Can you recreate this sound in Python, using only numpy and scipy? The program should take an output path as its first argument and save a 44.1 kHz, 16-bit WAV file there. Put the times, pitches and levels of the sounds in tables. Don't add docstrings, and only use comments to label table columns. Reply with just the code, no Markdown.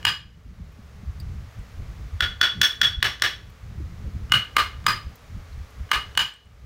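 import sys
import numpy as np
from scipy import signal
from scipy.fft import rfft, irfft, next_fast_len
from scipy.io import wavfile
from scipy.ndimage import uniform_filter1d

SR = 44100
rng = np.random.default_rng(int(sys.argv[2]) if len(sys.argv) > 2 else 0)


def voltage_ratio(level):
    return 10 ** (np.asarray(level, float) / 20)


def inscribe(sig):
    pcm = np.round(np.clip(np.atleast_2d(sig).T, -1, 1) * 32767)
    wavfile.write(sys.argv[1], SR, pcm.astype(np.int16))


N = 293265

# frequency in Hz, level in dB per Hz.
HISS_COLOUR = [(150, -42.5), (250, -2.5), (373, -18), (406, -3), (527, -7), (595, -7.5), (984, -10.5),
               (1170, -6.5), (1490, -10), (2150, -11), (2650, -15), (6520, -21.5), (8460, -29),
               (15800, -31)]
# start in seconds, ghost in dB, dip of the gain in dB.
PHONE = [(0.051, -26, -15), (2.206, -67, -2), (2.413, -46, 0.5), (2.615, -57, -2.5), (2.815, -38, -7.5),
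         (3.027, -33, -6.5), (3.221, -26, -3.5), (4.32, -33, 0.5), (4.566, -43, -1), (4.865, -32, -1.5),
         (5.915, -31, 0), (6.175, -22.5, -13.5)]

# frequency in Hz, level in dB per Hz.
BUFFET_COLOUR = [(8.8, -51.5), (15, -13.5), (36, -14.5), (54, -2.5), (71, -2), (110, -11), (140, -27.5),
                 (240, -120)]
# time in seconds, level in dB.
BREEZE = [(0, -48), (.22, -54), (.38, -43), (.62, -47), (.95, -43.5), (1.24, -47.5), (1.52, -54.5),
          (1.94, -40), (2.5, -48), (3.2, -48.5), (3.78, -41), (4.17, -42.5), (4.45, -51), (5.2, -50),
          (5.48, -43), (6.12, -50), (6.35, -59), (6.65, -48.5)]
# centre in seconds, buffeting in dB, length in seconds, flutter in dB over the buffeting.
GUSTS = [(0.506, -39, 0.051, -6), (1.088, -28, 0.046, -14), (1.33, -31, 0.25, -9.5),
         (1.594, -32.5, 0.047, -14), (1.806, -32.5, 0.092, -10), (1.903, -32, 0.029, -13),
         (2.06, -32, 0.037, -14), (2.149, -28.5, 0.042, -23), (2.235, -25.5, 0.024, -35),
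         (2.337, -38.5, 0.14, -19), (2.59, -40.5, 0.079, 6.5), (2.873, -42, 0.17, -2),
         (2.982, -23.5, 0.025, -17), (3.067, -41.5, 0.094, -1), (3.652, -36.5, 0.05, -12),
         (3.853, -38.5, 0.042, -12), (4.003, -42, 0.05, -14), (4.074, -34, 0.034, -9),
         (4.155, -28, 0.032, -11.5), (4.24, -34.5, 0.046, -9), (4.358, -37, 0.085, 8.5),
         (4.638, -40, 0.16, -9.5), (4.777, -35, 0.067, -25), (4.92, -40, 0.15, 5), (5.067, -32, 0.04, -13),
         (5.355, -34.5, 0.12, -7), (5.584, -34, 0.12, -21), (5.823, -28.5, 0.057, -32),
         (5.977, -31, 0.036, -31), (6.077, -40, 0.064, -13)]
LULL_PUFFS = [
    (0.1, -46, 0.075, 8),
    (0.383, -47, 0.043, -1),
    (0.624, -42, 0.066, -12),
    (5.125, -52.5, 0.044, 3),
    (6.213, -51, 0.093, 7),
    (6.462, -45.5, 0.032, -7.5),
    (6.64, -45, 0.098, -7),
]
# start in seconds, level in dB, pitch in Hz.
KNOCKS = [(0.461, -52.5, 241), (0.596, -43.5, 193), (0.786, -49, 232), (1.029, -43.5, 210),
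          (1.083, -51, 203), (1.288, -45, 215), (1.584, -49, 200), (1.797, -54, 234), (3.801, -45.5, 335),
          (4.048, -56, 580), (4.152, -41.5, 200), (4.212, -60, 202), (5.362, -43, 199), (5.795, -51, 200)]

# start in seconds, crack in dB, landing spot along the head (-1..1),
# spot around it (-1..1), treble tilt in dB per octave.
UPRIGHT_BLOWS = [
    (0.051, 1.5, 0.037, -0.71, -3),
    (4.32, 1, -0.6, 0.5, -2),
    (4.566, 2.5, 0.21, 0.61, -2.5),
    (4.865, -0.5, 0.66, 0.27, -1.1),
    (5.915, 1, 0.095, 0.31, -3),
    (6.175, 0.2, -0.18, -0.39, -2),
]
TILTED_BLOWS = [
    (2.206, 1.9, 0.15, .99, -5.5),
    (2.413, 5.5, 0.75, 0.25, -5),
    (2.615, 3.1, 0.47, -0.7, -1),
    (2.815, 1.9, 0.77, -.24, -3),
    (3.027, 6, -0.71, -0.28, -4.5),
    (3.221, 6.05, -0.64, -0.49, -4),
]
# frequency in Hz, level in dB, t60 in seconds.
UPRIGHT_MAIN = [(1203.3, 8.5, 0.037), (1501, 6, 0.016), (2919, 5, 0.034), (4940, 7, 0.021)]
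TILTED_MAIN = [(1451, 7, 0.032), (1729, 8.9, 0.011), (3383, 4.3, 0.044), (5500, 8.1, 0.018)]
# frequency in Hz, level in dB re the crack, t60 in seconds.
UPRIGHT_LESSER = [(1710, -1.5, 0.0075), (2113, -21.5, 0.036), (2446, -21.5, 0.013), (3205, -16.5, 0.04),
                  (4230, -22.5, 0.056), (7140, -30, 0.014), (957, -13.5, 0.0095), (3504, -33.5, 0.091),
                  (6370, -27.5, 0.03), (8200, -26.5, 0.017), (9250, -23.5, 0.017)]
TILTED_LESSER = [(1167, -30.5, 0.025), (2066, -18, 0.015), (2590, -37, 0.027), (4540, -19, 0.018),
                 (6210, -27.5, 0.042), (7020, -48, .04), (2962, -10, 0.011), (4490, -33.5, .03),
                 (8700, -42.5, 0.045)]
# dB in the middle, dB per step along the head, dB per step around it.
UPRIGHT_SHAPE = [(-19.5, 7, 9), (-14, -7, 4.5), (-11, -11, -1), (-25, 23.5, -11), (-1.5, 5.5, -1),
                 (1.5, -1.5, 11.5), (11.5, 2, -1), (-3.5, -0.5, -6.5), (-5.5, 1.5, 5.5), (3, -0.5, -10.5)]
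TILTED_SHAPE = [(-20.5, 7, 3.5), (-11, 1.5, -3), (-12, 8, -3), (-24, 3.5, -8.5), (2.5, 1, -4),
                (-3.5, -11.5, 9.5), (-3, 5.5, -3.5), (-1.5, 9.5, 4.5), (-1, 3, -4), (-2, 11, -9.5)]
UPRIGHT_FORCE = [0.46, 0.099, 0.44, 0.69, -0.96, -0.0039, -0.25, -0.27, -0.53, -2.3]
TILTED_FORCE = [0.16, 0.24, -.2, 0.85, 0.42, .4, -.8, .2, .6, -1.5]
# dB in the middle, dB per step along the head, dB per step around it.
UPRIGHT_THUD = (-27.5, 1.8, 4.9)
TILTED_THUD = (-29.5, -1.5, .1)
# frequency in Hz, level in dB.
CONTACT = [(120, -30.5), (300, -12.5), (700, -14), (1500, -4), (4000, -5), (6500, -18), (10000, -23.5),
           (12500, -23), (14500, -22.5), (16500, -27)]
# seconds after the blow, level in dB.
WALLS = [(.004, -2), (.012, -6.5), (.017, 1.5), (.03, 2.5), (.047, -1.5), (.075, -8), (.16, -23.5),
         (.3, -46), (.42, -71)]
# delay in seconds, dB over the wash, blur in seconds.
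SLAPS = [
    (0.016, -6, 0.0017),
    (0.106, -34, 0.0095),
]

# start in seconds, level in dB, pitch in Hz, decay in seconds,
# broad click in dB.
TICKS = [(.72, -63, 13250, .004, -6), (1.2, -43, 4700, 0.0072, -8), (1.198, -49, 3900, 0.0057, -20),
         (1.199, -53, 8200, .005, -20), (1.199, -52, 14000, .005, -10), (1.589, -58, 8300, .003, -15),
         (3.499, -59, 13500, .006, 0), (5.155, -52, 13800, 0.0058, 0.5), (5.527, -48, 4160, .004, -18),
         (5.704, -58, 12000, .003, 3), (6.337, -52, 8200, .004, -5), (6.359, -60, 8520, 0.0034, -9),
         (6.454, -65, 8300, 0.00365, -15)]


def unit(x):
    return x / np.sqrt(np.mean(x ** 2))


def colour(x, points):
    hz, db = np.transpose(points)
    f = np.maximum(np.fft.rfftfreq(len(x), 1 / SR), 1)
    gain_db = np.interp(np.log(f), np.log(hz), db, left=-80, right=-80)
    return irfft(rfft(x) * voltage_ratio(gain_db), len(x))


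def band(x, lo_hz, hi_hz):
    sos = signal.butter(2, [lo_hz, min(hi_hz, .45 * SR)], "bandpass", fs=SR, output="sos")
    return signal.sosfilt(sos, x)


def walk(rate):
    hold = int(SR / rate)
    levels = np.repeat(rng.standard_normal(N // hold + 1), hold)
    slewed = uniform_filter1d(uniform_filter1d(levels, hold), hold)
    return unit(slewed[:N])


def add(track, s, sound):
    i = int(round(s * SR))
    sound = sound[max(-i, 0):N - i]
    track[max(i, 0):max(i, 0) + len(sound)] += sound


def ducking():
    dip_s, recover_s = 0.13, 0.66
    s, _, dip_db = np.transpose(PHONE)[:, :, None]
    since = np.maximum(np.arange(N) / SR - s, 0)
    gain_db = dip_db * np.minimum(since / dip_s, 1) * np.exp(-(since / recover_s) ** 1.2)
    return voltage_ratio(np.min(gain_db, axis=0))


def workshop():
    hiss = unit(colour(rng.standard_normal(N), HISS_COLOUR))
    low = band(hiss, 200, 1000)
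    wavering = hiss - low + low * voltage_ratio(0.5 * walk(4.3))
    return ducking() * voltage_ratio(-52) * wavering


def gusts(eddies):
    eddy_db, breeze_flutter_db, gust_lift_db, puff_db = 4, -4.5, -1.5, -16
    shake_db, shake_late_s, shake_s = -47, 0.018, 0.024
    t = np.arange(N) / SR
    buffet = voltage_ratio(np.interp(t, *np.transpose(BREEZE)) + eddy_db * eddies)
    flutter = buffet * voltage_ratio(breeze_flutter_db)
    for s, db, length_s, flutter_db in GUSTS + LULL_PUFFS:
        swell = voltage_ratio(db + gust_lift_db) * np.exp(-(1.97 * (t - s) / length_s) ** 2)
        buffet = buffet + swell
        flutter = flutter + swell * voltage_ratio(flutter_db)
    for s, _, _ in PHONE:
        flutter = flutter + voltage_ratio(shake_db) * np.exp(-((t - s - shake_late_s) / shake_s) ** 2)
    return buffet, flutter, flutter * voltage_ratio(puff_db)


def steady(x, share):
    envelope = np.abs(signal.hilbert(x, next_fast_len(N))[:N])
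    swell = uniform_filter1d(envelope, size=900)
    return unit(x / swell ** share)


def wind():
    eddies = walk(18)
    buffet, flutter, puffs = gusts(eddies)
    deep = steady(colour(rng.standard_normal(N), BUFFET_COLOUR), 0.41) * voltage_ratio(0.5)
    quick_colour = [(70, -36.0), (100, 2.5), (200, -8), (260, -24.5)]
    quick = steady(colour(rng.standard_normal(N), quick_colour), 0.533) * voltage_ratio(-1.0)
    upper_colour = [(170, -9.5), (230, -1.5), (320, 6.5), (480, -9.5), (900, -23.5)]
    upper = unit(colour(rng.standard_normal(N), upper_colour))
    upper = upper * voltage_ratio(1.03 * eddies + 1.5 * walk(49) - 3)
    out = buffet * deep + flutter * quick + puffs * upper
    t = np.arange(2500) / SR
    shape = t / 0.0042 * np.exp(1 - t / 0.0053)
    for s, db, hz in KNOCKS:
        sinking = np.sin(2 * np.pi * hz * t * (1 - 4 * t))
        partner = 0.82 * np.sin(2 * np.pi * 0.5 * hz * t)
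        add(out, s, voltage_ratio(db + 6.5) * shape * (sinking + partner))
    return out


def rings(modes, t):
    hz, db, t60 = np.transpose(sorted(modes))[:, :, None]
    sign = (-1.) ** np.arange(len(modes))[:, None]
    fade = np.exp(-np.log(1000) * t / t60)
    off_hz = hz * (1 + 0.0028 * rng.standard_normal(hz.shape))
    return np.sum(voltage_ratio(db) * sign * fade * np.sin(2 * np.pi * off_hz * t), axis=0)


def blow(crack_db, ring_db, main, lesser, tilt_db, thud_db):
    t = np.arange(4096) / SR
    landing_db = ring_db[len(main):]
    modes = [(hz, db + hit_db, t60) for (hz, db, t60), hit_db in zip(main, ring_db)]
    shift_db = np.r_[landing_db, 1.5 * rng.standard_normal(len(lesser) - len(landing_db))]
    for (hz, db, t60), shift in zip(lesser, shift_db):
        bright_db = (tilt_db + 1) * np.log2(hz / 2000)
        modes.append((hz, crack_db + db + shift + bright_db, t60))
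    ring = rings(modes, t) * (1 - np.exp(-t / 0.0012))
    contact = []
    for hz, db in CONTACT:
        treble_db = (tilt_db + 3) * max(np.log2(hz / 2000), 0)
        contact.append((hz, db + treble_db + (thud_db + 31.5) * (hz < 800)))
    click = voltage_ratio(crack_db + 3.5) * colour(np.eye(1, len(t), 64)[0], contact)
    grit = band(colour(rng.standard_normal(len(t)), contact), 3300, 17000)
    grit_fade = np.exp(-t / 0.0015) + 0.55 * np.exp(-(t / 0.0065) ** 2)
    return ring, click, voltage_ratio(crack_db - 5) * grit * grit_fade


def walls(shared):
    wall_db, treble_db_s, same = -33.5, -53, 0.62
    t = np.arange(len(shared)) / SR
    dense = same * shared + np.sqrt(1 - same ** 2) * rng.standard_normal(len(t))
    shape = voltage_ratio(wall_db + np.interp(t, *np.transpose(WALLS), left=-60))
    for s, db, blur_s in SLAPS:
        shape = shape + voltage_ratio(wall_db + db) * np.exp(-((t - s) / blur_s) ** 2)
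    bass = colour(dense, [(20, -26.5), (4000, -2.5), (7000, -11.0), (12000, -33.5)])
    return shape * (bass + (dense - bass) * voltage_ratio(treble_db_s * t))


def mallet():
    aside = .35
    ghost_s, ghost_fade_s, earlier_s = 1024 / SR, .006, .24
    out = np.zeros(N)
    shared = rng.standard_normal((2, int(.42 * SR)))
    upright = UPRIGHT_MAIN, UPRIGHT_LESSER, UPRIGHT_SHAPE, UPRIGHT_FORCE, UPRIGHT_THUD
    tilted = TILTED_MAIN, TILTED_LESSER, TILTED_SHAPE, TILTED_FORCE, TILTED_THUD
    blows = [(row, upright) for row in UPRIGHT_BLOWS] + [(row, tilted) for row in TILTED_BLOWS]
    blows.sort(key=lambda pair: pair[0][0])
    for (row, face), (_, ghost_db, _) in zip(blows, PHONE):
        s, crack_db, along, around, tilt_db = row
        main, lesser, shape, force, thud = face
        spot = np.array([1, along, around])
        ring_db = np.array(shape) @ spot + np.array(force) * (crack_db - 2.5)
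        ring, click, grit = blow(crack_db, ring_db, main, lesser, tilt_db, spot @ np.array(thud))
        i = np.arange(len(ring))
        prompt_click = np.roll(click, -56) * (i < 2000)
        direct = ring - aside * band(ring, 2500, 7000) + prompt_click + grit
        add(out, s, direct)
        wash = signal.fftconvolve(ring, walls(shared[0]))
        add(out, s, wash)
        if s < earlier_s:
            add(out, s - earlier_s, wash)
        add(out, s, voltage_ratio(12) * signal.fftconvolve(click, walls(shared[1])))
        ghost = band(direct, 600, 7900) * np.exp(-i / SR / ghost_fade_s)
        add(out, s - ghost_s, voltage_ratio(ghost_db) * ghost)
        add(out, s - 600 / SR, voltage_ratio(-25.5) * band(direct, 930, 4000)[600:0:-1])
    return out


def ticks():
    out = np.zeros(N)
    t = np.arange(1300) / SR
    for s, db, hz, decay_s, click_db in TICKS:
        noise = rng.standard_normal(len(t))
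        ring = band(noise, .95 * hz, 1.05 * hz)
        click = unit(ring) + voltage_ratio(click_db) * unit(band(noise, 2500, 16000))
        add(out, s, voltage_ratio(db) * click * np.exp(-t / decay_s) * (1 - np.exp(-t / 0.00067)))
    return out


def scene():
    return (workshop() + wind() + mallet() + ticks())[None]


def low_pass(x):
    return signal.sosfilt(signal.butter(12, 16820, fs=SR, output="sos"), x)


def record(dry):
    pinch_depth, pinch_late_s, pinch_s, ceiling = .5, 0.01, 0.0034, .64
    narrow, wide = (signal.ellip(8, .2, 60, hz, fs=SR, output="sos") for hz in (15750, 16600))
    late = np.arange(N) / SR - np.array(PHONE)[:, :1] - pinch_late_s
    pinch = 1 - pinch_depth * np.exp(-(late / pinch_s) ** 2).max(axis=0)
    cut = signal.sosfilt(narrow, dry * pinch)
    held = cut / (1 + np.abs(cut / ceiling) ** 4) ** 0.18
    return low_pass(signal.sosfilt(wide, held))


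dry = scene()
out = record(dry)
inscribe(out)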